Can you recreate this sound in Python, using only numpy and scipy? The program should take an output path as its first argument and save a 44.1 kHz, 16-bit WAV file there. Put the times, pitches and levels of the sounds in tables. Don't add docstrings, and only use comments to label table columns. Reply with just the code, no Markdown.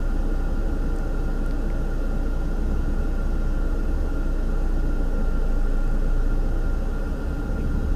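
import sys
import numpy as np
from scipy import signal
from scipy.fft import rfft, irfft, next_fast_len
from scipy.io import wavfile
from scipy.ndimage import uniform_filter1d, map_coordinates

SR = 44100
rng = np.random.default_rng(int(sys.argv[2]) if len(sys.argv) > 2 else 0)


def volts_from_decibels(level):
    exponent = np.asarray(level, float) / 20
    return 10 ** exponent


def dump(signal):
    limited = np.clip(np.atleast_2d(signal).T, -1, 1)
    pcm = np.round(limited * 32767).astype(np.int16)
    wavfile.write(sys.argv[1], SR, pcm)


N = 350595
T_S = np.arange(N) / SR

# t/s, firing rate/Hz, firing note level/dB
ENGINE = [(0, 30.05, -22), (.4, 30.01, -22), (.75, 29.98, -23.2), (2.4, 29.975, -23.4),
          (3.65, 29.975, -22.3), (4.1, 29.96, -23), (4.6, 29.99, -21.5), (4.9, 29.58, -21),
          (5.2, 28.39, -20.5), (5.45, 28.04, -20.2), (5.75, 27.97, -19.8), (6.05, 29.22, -20),
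          (6.35, 29.52, -20.5), (6.65, 30.25, -22), (6.95, 30.78, -24.5), (7.3, 32.65, -29),
          (7.65, 31.13, -25), (7.95, 31.11, -22.5)]
MULTIPLE_LAGS = [
    (2, -.8),
    (3, -.5),
    (4, 3.1),
]
# idle level/dB, gain under load/dB
MULTIPLE_LEVELS = [
    (-35, 0.6),
    (-52, 4.5),
    (-50.5, 7),
]
# f/Hz, width/Hz, level/dB
PANEL = (330, 7.3, -44)
# t/s, peak level/dB
PASSES = [(.6, -31.5), (1.65, -40), (2.8, -44.5), (4, -35.5), (5.2, -32.5), (6.6, -33), (7.25, -33),
          (7.62, -41), (7.97, -26)]
# f/Hz, density/dB per Hz
RUMBLE = [(4, -120), (10, -8), (18, -1), (30, -5), (42, -2), (51, 2), (60, -3), (74, 0), (88, -9),
          (105, -18), (140, -120)]
# f/Hz, density/dB per Hz
AIR = [(70, -120), (100, -3), (250, -7), (350, -8.5), (500, -13), (600, -17), (700, -18.5), (900, -20.5),
       (1300, -28), (1650, -29.5), (2000, -33), (2400, -37.5), (3000, -36.5), (6500, -40), (7200, -43),
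       (15000, -46.5)]
# f/Hz, width/Hz, level over rush/dB
AIR_MODES = [(114, 9.8, 6), (157.4, 16.4, 7), (184, 16, 1.5), (217.4, 27.2, 9.5), (285.5, 44, 12),
             (320, 23, 2.5), (379, 8.5, 6), (415, 34.5, 8), (468, 27.4, 12.5), (490, 14, 6),
             (525, 35, 10.5), (555.7, 19, 11), (619.4, 44, 8), (780, 37, 11.5), (822, 51, 7), (730, 23, 0),
             (948, 16, 1.5), (891, 7.2, -5), (892.4, 13, 12), (987, 25, 5), (1067, 66, -2), (1153, 44, 9.5),
             (1251, 53, 12), (1346, 21, 15), (1390, 26, 21), (1435, 58, 16), (1533, 42, 13.5),
             (1660, 17, 8), (1786, 94, 7), (1852, 30, 4.5),
             (2070, 32, 1), (2155, 33, 1), (2340, 16, 5), (2552, 26, 11.5), (2680, 73, 11),
              (2794, 39, 8.5), (2864, 28, 7.5), (2970, 37, 5), (3086, 54, 6), (3207, 28, 6.5),
              (3345, 29, 4), (3800, 20, 6), (3840, 50, 1), (3980, 12, 3.5), (4154, 46, 4.5),
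              (4633, 14, 11.5), (4760, 46, 2), (4700, 76, -2), (5020, 66, 4.5), (5140, 58, 3),
              (5320, 59, 2), (5660, 32, 7), (6030, 82, 1.5), (6240, 17, 9), (6520, 50, -1), (6655, 95, 7.5),
              (6940, 21, 7), (7470, 30, 3.5), (8200, 100, 3.5), (10050, 120, -4)]
# f/Hz, width/Hz
NULLS = [(250, 14.3), (316, 16.7), (386, 16), (487, 17.4), (510, 7.2), (587, 10), (752, 13.3), (800, 4.1),
         (890, 18), (925, 14), (1180, 15), (1290, 24), (1555, 9.3), (1648, 5), (2055, 10), (2250, 20),
         (2415, 12), (2470, 7.2), (2640, 14), (2750, 26), (2950, 21), (3115, 11)]
# t/s, f/Hz, glide/(Hz/s), peak level/dB, time until faded/s
EXHAUSTS = [(.9, 74.6, 2, -43, 0.42), (2.7, 63.85, 44, -26, .2), (2.98, 71.4, 0, -33, 0.23),
            (3.419, 68, -2.5, -36, 0.4), (3.68, 49.5, -10, -35, .4), (3.96, 73.2, 26, -31, .13),
            (7.1, 68.6, 0, -43, 0.56), (7.801, 71.3, 5, -32.5, 0.2)]
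# t/s, peak level/dB, centre f/Hz, spread/octaves
TICKS = [(.9601, -37.5, 9000, .5), (.964, -40, 8500, .7), (.987, -36, 7300, .5), (.9871, -43, 4400, .2),
         (1.4623, -34.5, 10000, .45), (1.5101, -34, 4450, .8), (1.5102, -40, 2240, .2),
         (1.5945, -48, 8000, .3), (1.7023, -35, 2080, .2)]
PANE_HZ = [2170, 4450, 6400, 7500, 8400, 10200, 12400, 14400]
# start f/Hz, end f/Hz, loss/dB
BAND_EDGE = (15000, 15250, -45)

LOAD_ON_S, LOAD_OFF_S, LOAD_RAMP_S = 4.75, 6.95, .15
BUZZ_S, BUZZ_DB, BUZZ_WIDTH_S = 5.73, -46, .125
ROAD_DB, PASS_DB_PER_S = -42, 18
EXHAUST_FADED_DB = 10
BLOWER_DB, DRONE_TOP_HZ = -33.0, 450
TRAILER_S, RISE_S, FALL_S = 7.62, 0.13, 0.36
TRAILER_DRONE_DB, LOAD_DRONE_DB = 5.5, 0.3
BLADE_HZ, BLADE_SAG, BLADE_DB = 1397, 4.5, -53
PANE_T60_S, PANE_DAMPING, SIDE_DB = 0.0067, 0.76, -4
JOLT_S, JOLT_WIDTH_S, JOLT_DB = 7.605, .025, -57


def unit(x):
    return x / np.sqrt(np.mean(x ** 2) + 1e-20)


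def curves(rows):
    t_s, *columns = np.transpose(rows)
    return [np.interp(T_S, t_s, column) for column in columns]


def wobble(rate_hz):
    knots = rng.standard_normal(int(N * rate_hz / SR) + 4)
    return map_coordinates(knots, [np.arange(N) * rate_hz / SR])


def sine(hz):
    return np.sqrt(2) * np.sin(2 * np.pi * np.cumsum(hz) / SR)


def rush(spectrum, modes=(), nulls=(), ripple_db=0):
    m = next_fast_len(N + 8192)
    hz = np.fft.rfftfreq(m, 1 / SR)
    f_hz, density_db = np.transpose(spectrum)
    broad_db = np.interp(np.log(hz + 1), np.log(f_hz + 1), density_db)
    lift = 1 + sum(volts_from_decibels(2 * db) / (1 + ((hz - f) / width) ** 2 * 2) ** 2 for f, width, db in modes)
    cut = np.prod([1 - 0.49 / (1 + ((hz - f) / width) ** 2) for f, width in nulls], axis=0)
    ripple = np.tanh(map_coordinates(rng.standard_normal(1200), [hz / 22]))
    ripple *= np.interp(hz, [1800, 2800, 6900, 7300, 11500, 13000], [0, .45, .45, 1, 1, .6])
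    gain = volts_from_decibels(broad_db + ripple_db * ripple) * np.sqrt(lift) * cut
    return unit(irfft(rfft(rng.standard_normal(m)) * gain, m)[:N])


def click(hz, t60_s, noisy):
    t = np.arange(SR // 20) / SR
    burst = uniform_filter1d(rng.standard_normal(len(t)), size=5)
    smear = noisy * burst * volts_from_decibels(-60 * t / .003)
    attack = 1 - np.exp(-t / 0.00012)
    return np.sin(2 * np.pi * hz * t) * (volts_from_decibels(-60 * t / t60_s) + smear) * attack


def load():
    on = 1 / (1 + np.exp((LOAD_ON_S - T_S) / LOAD_RAMP_S))
    return on / (1 + np.exp((T_S - LOAD_OFF_S) / LOAD_RAMP_S))


def firing_boom(hz, boom_db, turn):
    uneven = 1 + .08 * np.cos(turn / 2) + .03 * np.cos(turn / 3)
    sound = volts_from_decibels(boom_db + .3 * wobble(7)) * uneven * np.cos(turn)
    for (multiple, lag_rad), (idle_db, load_db) in zip(MULTIPLE_LAGS, MULTIPLE_LEVELS):
        level_db = idle_db + load_db * load() + 1.5 * wobble(4)
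        sound += volts_from_decibels(level_db) * np.cos(multiple * turn + lag_rad + 0.37 * wobble(5.1))
    return np.sqrt(2) * sound


def pump_panel(firing_hz):
    centre_hz, width_hz, panel_db = PANEL
    pump_hz = 11.015 * firing_hz
    near = 1 / (1 + ((pump_hz - centre_hz) / width_hz) ** 4)
    phase = 2 * np.pi * np.cumsum(pump_hz + 0.807 * wobble(2.96)) / SR
    return np.sqrt(2) * volts_from_decibels(panel_db + 0.64 * wobble(3.03)) * near * np.cos(phase)


def trim_buzz(turn):
    sound = np.zeros(N + SR)
    size = volts_from_decibels(BUZZ_DB - ((T_S - BUZZ_S) / BUZZ_WIDTH_S) ** 2)
    for i in np.flatnonzero(np.diff(np.floor(turn / (2 * np.pi) + .21))):
        hit = click(rng.uniform(7600, 8000), 0.0049, noisy=1.5)
        hit += 1.05 * click(2700, 0.0052, noisy=1.5)
        hit += .6 * click(5000, .003, noisy=1.5)
        hit += .7 * click(10300, .003, noisy=1.5)
        sound[i:i + len(hit)] += size[i] * volts_from_decibels(rng.normal(0, 1.8)) * hit
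    return sound[:N]


def engine():
    hz, boom_db = curves(ENGINE)
    turn = 2 * np.pi * np.cumsum(hz) / SR + 1.2 + .08 * wobble(2.5)
    return firing_boom(hz, boom_db, turn) + pump_panel(hz) + trim_buzz(turn)


def tyre_rumble():
    power = volts_from_decibels(2 * ROAD_DB)
    for pass_s, peak_db in PASSES:
        power = power + volts_from_decibels(2 * (peak_db - PASS_DB_PER_S * abs(T_S - pass_s)))
    return np.sqrt(power) * unit(volts_from_decibels(0.74 * wobble(5.6)) * rush(RUMBLE))


def blower():
    air = rush(AIR, AIR_MODES, NULLS, ripple_db=4.0)
    drone = signal.sosfilt(signal.butter(2, DRONE_TOP_HZ, fs=SR, output="sos"), air)
    since_s = T_S - TRAILER_S
    trailer = np.exp(-(since_s / np.where(since_s < 0, RISE_S, FALL_S)) ** 2)
    swell_db = TRAILER_DRONE_DB * trailer + LOAD_DRONE_DB * load()
    return volts_from_decibels(BLOWER_DB) * (air + (volts_from_decibels(swell_db) - 1) * drone)


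def blades():
    sag = np.clip(ENGINE[0][1] - curves(ENGINE)[0], 0, None)
    hz = BLADE_HZ - BLADE_SAG * sag + 2.5 * wobble(4) + 3 * wobble(25)
    return volts_from_decibels(BLADE_DB + 2.5 * wobble(6)) * sine(hz)


def exhausts():
    sound = np.zeros(N)
    for peak_s, hz, glide, peak_db, faded_s in EXHAUSTS:
        since_s = T_S - peak_s
        level_db = peak_db - EXHAUST_FADED_DB * (since_s / faded_s) ** 2 + 0.39 * wobble(48)
        phase = 2 * np.pi * (hz + glide * since_s / 2) * since_s
        sound += np.sqrt(2) * volts_from_decibels(level_db) * np.sin(phase)
    return sound


def pane_ring(hz):
    return click(hz, PANE_T60_S * (PANE_HZ[0] / hz) ** PANE_DAMPING, noisy=1.0)


def ticks():
    sound = np.zeros(N + SR)
    for t_s, peak_db, centre_hz, spread in TICKS:
        modes = 0
        for hz in PANE_HZ:
            weight = np.exp(-(np.log2(hz / centre_hz) / spread) ** 2 / 2)
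            modes = modes + weight * pane_ring(hz)
        hit = volts_from_decibels(peak_db) * (pane_ring(centre_hz) + volts_from_decibels(SIDE_DB) * modes)
        sound[round(t_s * SR):][:len(hit)] += hit
    return sound[:N]


def trailer_jolt():
    envelope = np.exp(-((T_S - JOLT_S) / JOLT_WIDTH_S) ** 2)
    return volts_from_decibels(JOLT_DB) * envelope * rush([(1500, -40), (2000, 0), (2600, 0), (3600, -40)])


def scene():
    steady = engine() + tyre_rumble() + blower() + blades()
    return (steady + exhausts() + ticks() + trailer_jolt())[None]


def roll_off(x):
    return signal.sosfilt(signal.butter(12, 15760, fs=SR, output="sos"), x)


def record(dry):
    m = next_fast_len(N + 4096)
    start_hz, end_hz, loss_db = BAND_EDGE
    edge = volts_from_decibels(np.interp(np.fft.rfftfreq(m, 1 / SR), [start_hz, end_hz], [0, loss_db]))
    fade_in = np.clip(T_S / .003, 0, 1)
    mix = irfft(rfft(dry * fade_in, m) * edge, m)[:, :N]
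    return roll_off(mix)


dry = scene()
out = record(dry)
dump(out)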